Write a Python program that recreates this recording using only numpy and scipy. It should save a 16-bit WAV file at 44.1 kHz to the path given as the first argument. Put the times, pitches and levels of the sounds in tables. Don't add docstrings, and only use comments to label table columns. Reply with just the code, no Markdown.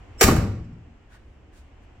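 import sys
import numpy as np
from scipy import signal
from scipy.fft import rfft, irfft, next_fast_len
from scipy.io import wavfile
from scipy.ndimage import map_coordinates

SR = 44100
rng = np.random.default_rng(int(sys.argv[2]) if len(sys.argv) > 2 else 0)


def pcm_store(signal):
    levels = np.round(np.clip(np.atleast_2d(signal), -1, 1) * 32767)
    wavfile.write(sys.argv[1], SR, levels.astype(np.int16).T)


def linear_from_db(decibels):
    return 10 ** (np.asarray(decibels, float) / 20)


N = 88200


def unit(x):
    return x / np.sqrt(np.mean(x ** 2) + 1e-20)


def along(points, hz):
    f, v = np.transpose(points)
    return np.interp(np.log(hz + 1), np.log(f + 1), v)


def wobble(rate):
    knots = rng.standard_normal(int(N * rate / SR) + 4)
    return map_coordinates(knots, [np.arange(N) * rate / SR])


def filtered(x, response):
    size = next_fast_len(N + SR // 2)
    spectrum = rfft(x, size) * response(np.fft.rfftfreq(size, 1 / SR))
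    return irfft(spectrum, size)[..., :N]


def peaks(table):
    def response(f):
        return sum(linear_from_db(db) * 1j * f * width / (center * center - f * f + 1j * f * width)
                   for center, width, db in table)
    return response


def spread(pair, alike):
    def mid_and_side(hz):
        angle = np.arccos(np.clip(along(alike, hz), -1, 1)) / 2
        return np.array([np.cos(angle), np.sin(angle)])
    mid, side = filtered(pair, mid_and_side)
    return np.array([mid + side, mid - side])


def grit(response, per_s, spread_db):
    happens = rng.random((2, N)) < per_s / SR
    sizes = linear_from_db(spread_db * rng.exponential(1, (2, N))) * happens
    return unit(filtered((1 + sizes) * rng.standard_normal((2, N)), response))


def strikes(rows):
    t, attack_s = np.arange(N) / SR, .0012
    power = 0
    for start, db, hold, t60 in rows:
        onset = np.clip((t - start) / attack_s, 0, 1)
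        fade = linear_from_db(db - 60 * np.clip(t - start - hold, 0, 1) / t60)
        power = power + (onset * fade) ** 2
    return np.sqrt(power)


# pitch in Hz, level in dB per Hz.
HUM_TONE = [(12, -31.5), (20, -2.5), (70, -1.5), (114, -8.5), (139, -19), (274, -15.5), (600, -25.5),
            (780, -60.5), (1320, -120)]
# pitch in Hz, level in dB per Hz.
HISS_TONE = [(400, -19), (720, -2.5), (1200, -9.5), (2900, -12.5), (3800, -25), (7800, -28.5),
             (8800, -43.5), (16000, -48.5)]
# pitch in Hz, likeness (1 is the same).
HUM_ALIKE = [(30, 0.97), (150, 0.99), (500, 0.58), (2000, 0.25), (5000, 0), (15000, 0.031)]


def hum():
    def noise(tone):
        return unit(filtered(rng.standard_normal((2, N)), lambda hz: linear_from_db(along(tone, hz))))
    rumble = linear_from_db(-44 + 1.0 * wobble(6)) * noise(HUM_TONE)
    hiss = linear_from_db(-57 + 1.3 * wobble(1.6)) * noise(HISS_TONE)
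    return spread(rumble + hiss, HUM_ALIKE)


# pitch in Hz, width in Hz, level in dB.
SEAL_RINGS = [(5470, 280, 1), (7400, 580, -1.5), (15000, 1500, -10), (1940, 2000, -6.5), (557, 566, -4)]
# pitch in Hz, likeness (1 is the same).
DOOR_ALIKE = [(300, 1), (700, 0.56), (1500, 0.33), (3000, 0.23), (6000, -0.0034), (12000, 0.0068)]


def seal():
    start_s, level_db, rise_db_per_s = .178, -28.5, 1049.5
    t, end = np.arange(N) / SR, LATCH_CONTACTS[0][0]
    brushing = (t > start_s) * (t < end)
    loudness = brushing * linear_from_db(level_db + rise_db_per_s * np.minimum(t - end, 0))
    noise = unit(filtered(rng.standard_normal((2, N)), lambda hz: peaks(SEAL_RINGS)(hz) ** 2))
    return spread(loudness * noise, DOOR_ALIKE)


# start in seconds, bright metal level in dB,
# dull door card (inner trim board) level in dB, hold in seconds, time to fade by 60 dB in seconds.
LATCH_CONTACTS = [
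    (0.21, -11, -24.5, .009, .05),
    (0.226, -13, -27, 0.016, .05),
    (0.269, -25.5, -25, .01, .08),
    (0.279, -23, -29.5, .004, 0.065),
    (.286, -34.5, -16.5, .012, .12),
    (.308, -29, -22.5, 0.0043, .1),
    (0.361, -29.5, -23, .004, .1),
    (0.397, -64, -31, .01, .15),
]
# start in seconds, level in dB, hold in seconds,
# time to fade by 60 dB in seconds.
TRIM_TICKS = [
    (.643, -63, 0.0111, 0.033),
    (.727, -70, 0.01253, 0.038),
]
# pitch in Hz, level in dB per Hz.
STEEL_TONE = [(300, -22), (650, -5), (1700, -4), (2700, -4.5), (3400, -12), (5500, -5.5), (7600, -8.5),
              (9200, -12)]
# pitch in Hz, level in dB per Hz.
CARD_TONE = [(120, -24.5), (250, -6), (520, 1.5), (800, -5), (1400, -6), (2500, -13.5), (4000, -35.5)]
# pitch in Hz, width in Hz, level in dB.
SKIN_RINGS = [(400, 50, -4), (775, 40, 4.5), (1190, 70, -4), (1712, 60, 0), (2250, 90, -3.5),
              (4510, 150, -2.5), (5720, 120, -1), (7450, 400, 1)]


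def clatter():
    metal_per_s, metal_spread_db = 4000, 0.5
    rows = np.array(LATCH_CONTACTS)
    steel = grit(lambda hz: linear_from_db(along(STEEL_TONE, hz)) * (1 + peaks(SKIN_RINGS)(hz)),
                 metal_per_s, metal_spread_db)
    board = grit(lambda hz: linear_from_db(along(CARD_TONE, hz)) * (1 + peaks(SKIN_RINGS[:3])(hz)), 440, 4)
    trim = grit(lambda hz: peaks(SEAL_RINGS[:2])(hz) ** 2, metal_per_s, metal_spread_db)
    metal = strikes(rows[:, [0, 1, 3, 4]]) * steel
    card = strikes(rows[:, [0, 2, 3, 4]]) * board
    return spread(metal + card + strikes(TRIM_TICKS) * trim, DOOR_ALIKE)


# start in seconds, size (minus swings the other way),
# pitch in Hz, time to fade by 60 dB in seconds.
DOOR_KNOCKS = [(0.2118, 0.42, 456, 0.029), (.2198, 0.68, 402, 0.042), (.232, .15, 1177, 0.035),
               (.213, 0.18, 772, 0.11), (.448, 0.22, 210.3, 0.093), (0.2403, -0.35, 73, 0.11),
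               (0.2426, -.4, 200, .035), (0.2798, -0.43, 250, 0.038), (.287, .5, 307.6, 0.039),
               (0.2853, .32, 1123, 0.062), (0.3082, 0.57, 118.8, .06), (0.3239, -0.69, 352.8, 0.022),
               (.331, -0.42, 158, .03), (.352, 0.75, 140.5, 0.04), (0.386, .75, 93.3, 0.057),
               (.436, .3, 90.1, 0.13), (0.4989, 0.16, 96.8, 0.099), (0.606, -0.077, 70, 0.14),
               (0.723, 0.052, 140.2, 0.065)]


def knocks():
    t, attack_s = np.arange(N) / SR, 0.0011
    out = 0
    for start, size, hz, t60 in DOOR_KNOCKS:
        since = np.clip(t - start, 0, 1)
        swing = np.sin(2 * np.pi * hz * since) * linear_from_db(-60 * since / t60)
        out = out + size * swing * (1 - np.exp(-since / attack_s))
    return out


# pitch in Hz, level in dB, time to fade by 60 dB in seconds.
PANEL_BOOMS = [(33, -21.5, 0.59), (52, -16.5, 1), (80.23, -18.5, 0.87), (114.55, -16.5, 1.2),
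               (142.4, -22, 0.77), (168.3, -22.5, 1.2), (229.2, -20, 1.15), (288.5, -25, 1.0),
               (398, -25.5, .7), (480, -24, 0.45), (572, -25.5, .6), (778, -25.5, .45)]


def panels():
    start_s, attack_s, unrest = .235, .05, .8
    skew_per_hz = .0025
    since = np.clip(np.arange(N) / SR - start_s, 0, 2)
    sides = np.array([[1], [-1]])
    out = 0
    for hz, db, t60 in PANEL_BOOMS:
        wander = 1 + unrest * (wobble(14) + 1j * wobble(12))
        swing = wander * np.exp(2j * np.pi * (hz * since + rng.random()))
        skew = skew_per_hz * hz * rng.normal() / 2
        out = out + linear_from_db(db - 60 * since / t60) * (swing * np.exp(1j * skew * sides)).imag
    return out * (1 - np.exp(-since / attack_s))


# pitch in Hz, time to fade by 60 dB in seconds.
WALL_FADE = [(60, 0.81), (250, 1.0), (700, 0.57), (2000, 0.64), (5000, 0.57), (12000, 0.34)]
# pitch in Hz, level in dB.
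WALL_TONE = [(60, 2), (500, 3), (2000, 0.5), (3500, 2.5), (6000, -0.5), (15000, 2)]


def walls(x):
    delay_s = .012
    hz, t, noise = signal.stft(rng.standard_normal((2, SR)), SR, nperseg=256)
    fade_db = along(WALL_TONE, hz)[:, None] - 60 * t / along(WALL_FADE, hz)[:, None]
    tails = signal.istft(noise * linear_from_db(fade_db), SR, nperseg=256)[1]
    late = np.pad(x, (round(delay_s * SR), 0))[None]
    echoes = signal.fftconvolve(late, tails / np.linalg.norm(tails[0]), axes=1)[:, :N]
    return spread(echoes, DOOR_ALIKE)


# loudest moment in seconds, level in dB,
# rise in seconds, # fall in seconds, squeak over grit in dB.
SHOE_SCUFFS = [
    (1.15, -56.5, 0.032, 0.018, 8),
    (1.3, -74.5, 0.089, 0.062, -18),
    (1.54, -61, .012, .02, 1),
    (1.577, -55.5, .016, 0.031, -11),
    (1.835, -68, .012, .015, -4),
]
# pitch in Hz, level in dB per Hz.
SOLE_TONE = [(2000, -2), (3600, -3.5), (5500, -4), (7700, -4), (9000, -6.5), (11000, -13.5), (16000, -18)]
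# pitch in Hz, width in Hz, level in dB.
SQUEAK_RINGS = [(1580, 350, 1), (990, 910, -0.5), (2600, 1700, -8.5)]


def scuffs():
    t, out = np.arange(N) / SR, 0
    rub = grit(lambda hz: linear_from_db(along(SOLE_TONE, hz)), 1500, 3.7)
    squeak = grit(lambda hz: peaks(SQUEAK_RINGS)(hz) ** 2, 600, 3.6)
    for peak, db, rise, fall, squeak_db in SHOE_SCUFFS:
        swell = np.exp(-.5 * ((t - peak) / np.where(t < peak, rise, fall)) ** 2)
        out = out + linear_from_db(db) * (swell ** 1.4 * rub + linear_from_db(squeak_db) * swell * squeak)
    return spread(out, DOOR_ALIKE)


# pitch in Hz, left over right in dB.
DOOR_LEAN = [(60, 2), (150, 0.5), (380, 2), (950, -1.5), (2380, -2), (5980, -2), (15000, 3)]


def scene():
    thuds_to_walls_db, shoes_to_walls_db, walls_db = -3.5, -4.5, -5
    metal, thuds, shoes = clatter() + seal(), knocks(), scuffs()
    sent = metal[0] + linear_from_db(thuds_to_walls_db) * thuds + linear_from_db(shoes_to_walls_db) * shoes[0]
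    door = metal + thuds + panels() + linear_from_db(walls_db) * walls(sent)
    halves = np.array([[.5], [-.5]])
    return filtered(door, lambda hz: linear_from_db(along(DOOR_LEAN, hz) * halves)) + shoes + hum()


def top_cut(x):
    return signal.sosfilt(signal.butter(12, 16480, fs=SR, output="sos"), x)


def record(dry):
    duck_s, duck_db, duck_time_s, recover_db_per_s = .25, -7, .1, 0.98
    top_hz, top_edge_hz = 15900, 250
    ceiling, hardness = 1.8, 9.6
    since = np.clip(np.arange(N) / SR - duck_s, 0, 2)
    gain_db = duck_db * (1 - np.exp(-since / duck_time_s)) + recover_db_per_s * since
    x = filtered(dry, lambda hz: .5 - .5 * np.tanh((hz - top_hz) / top_edge_hz)) * linear_from_db(gain_db)
    rounded = x / (1 + np.abs(x / ceiling) ** hardness) ** (1 / hardness)
    return top_cut(rounded)


dry = scene()
out = record(dry)
pcm_store(out)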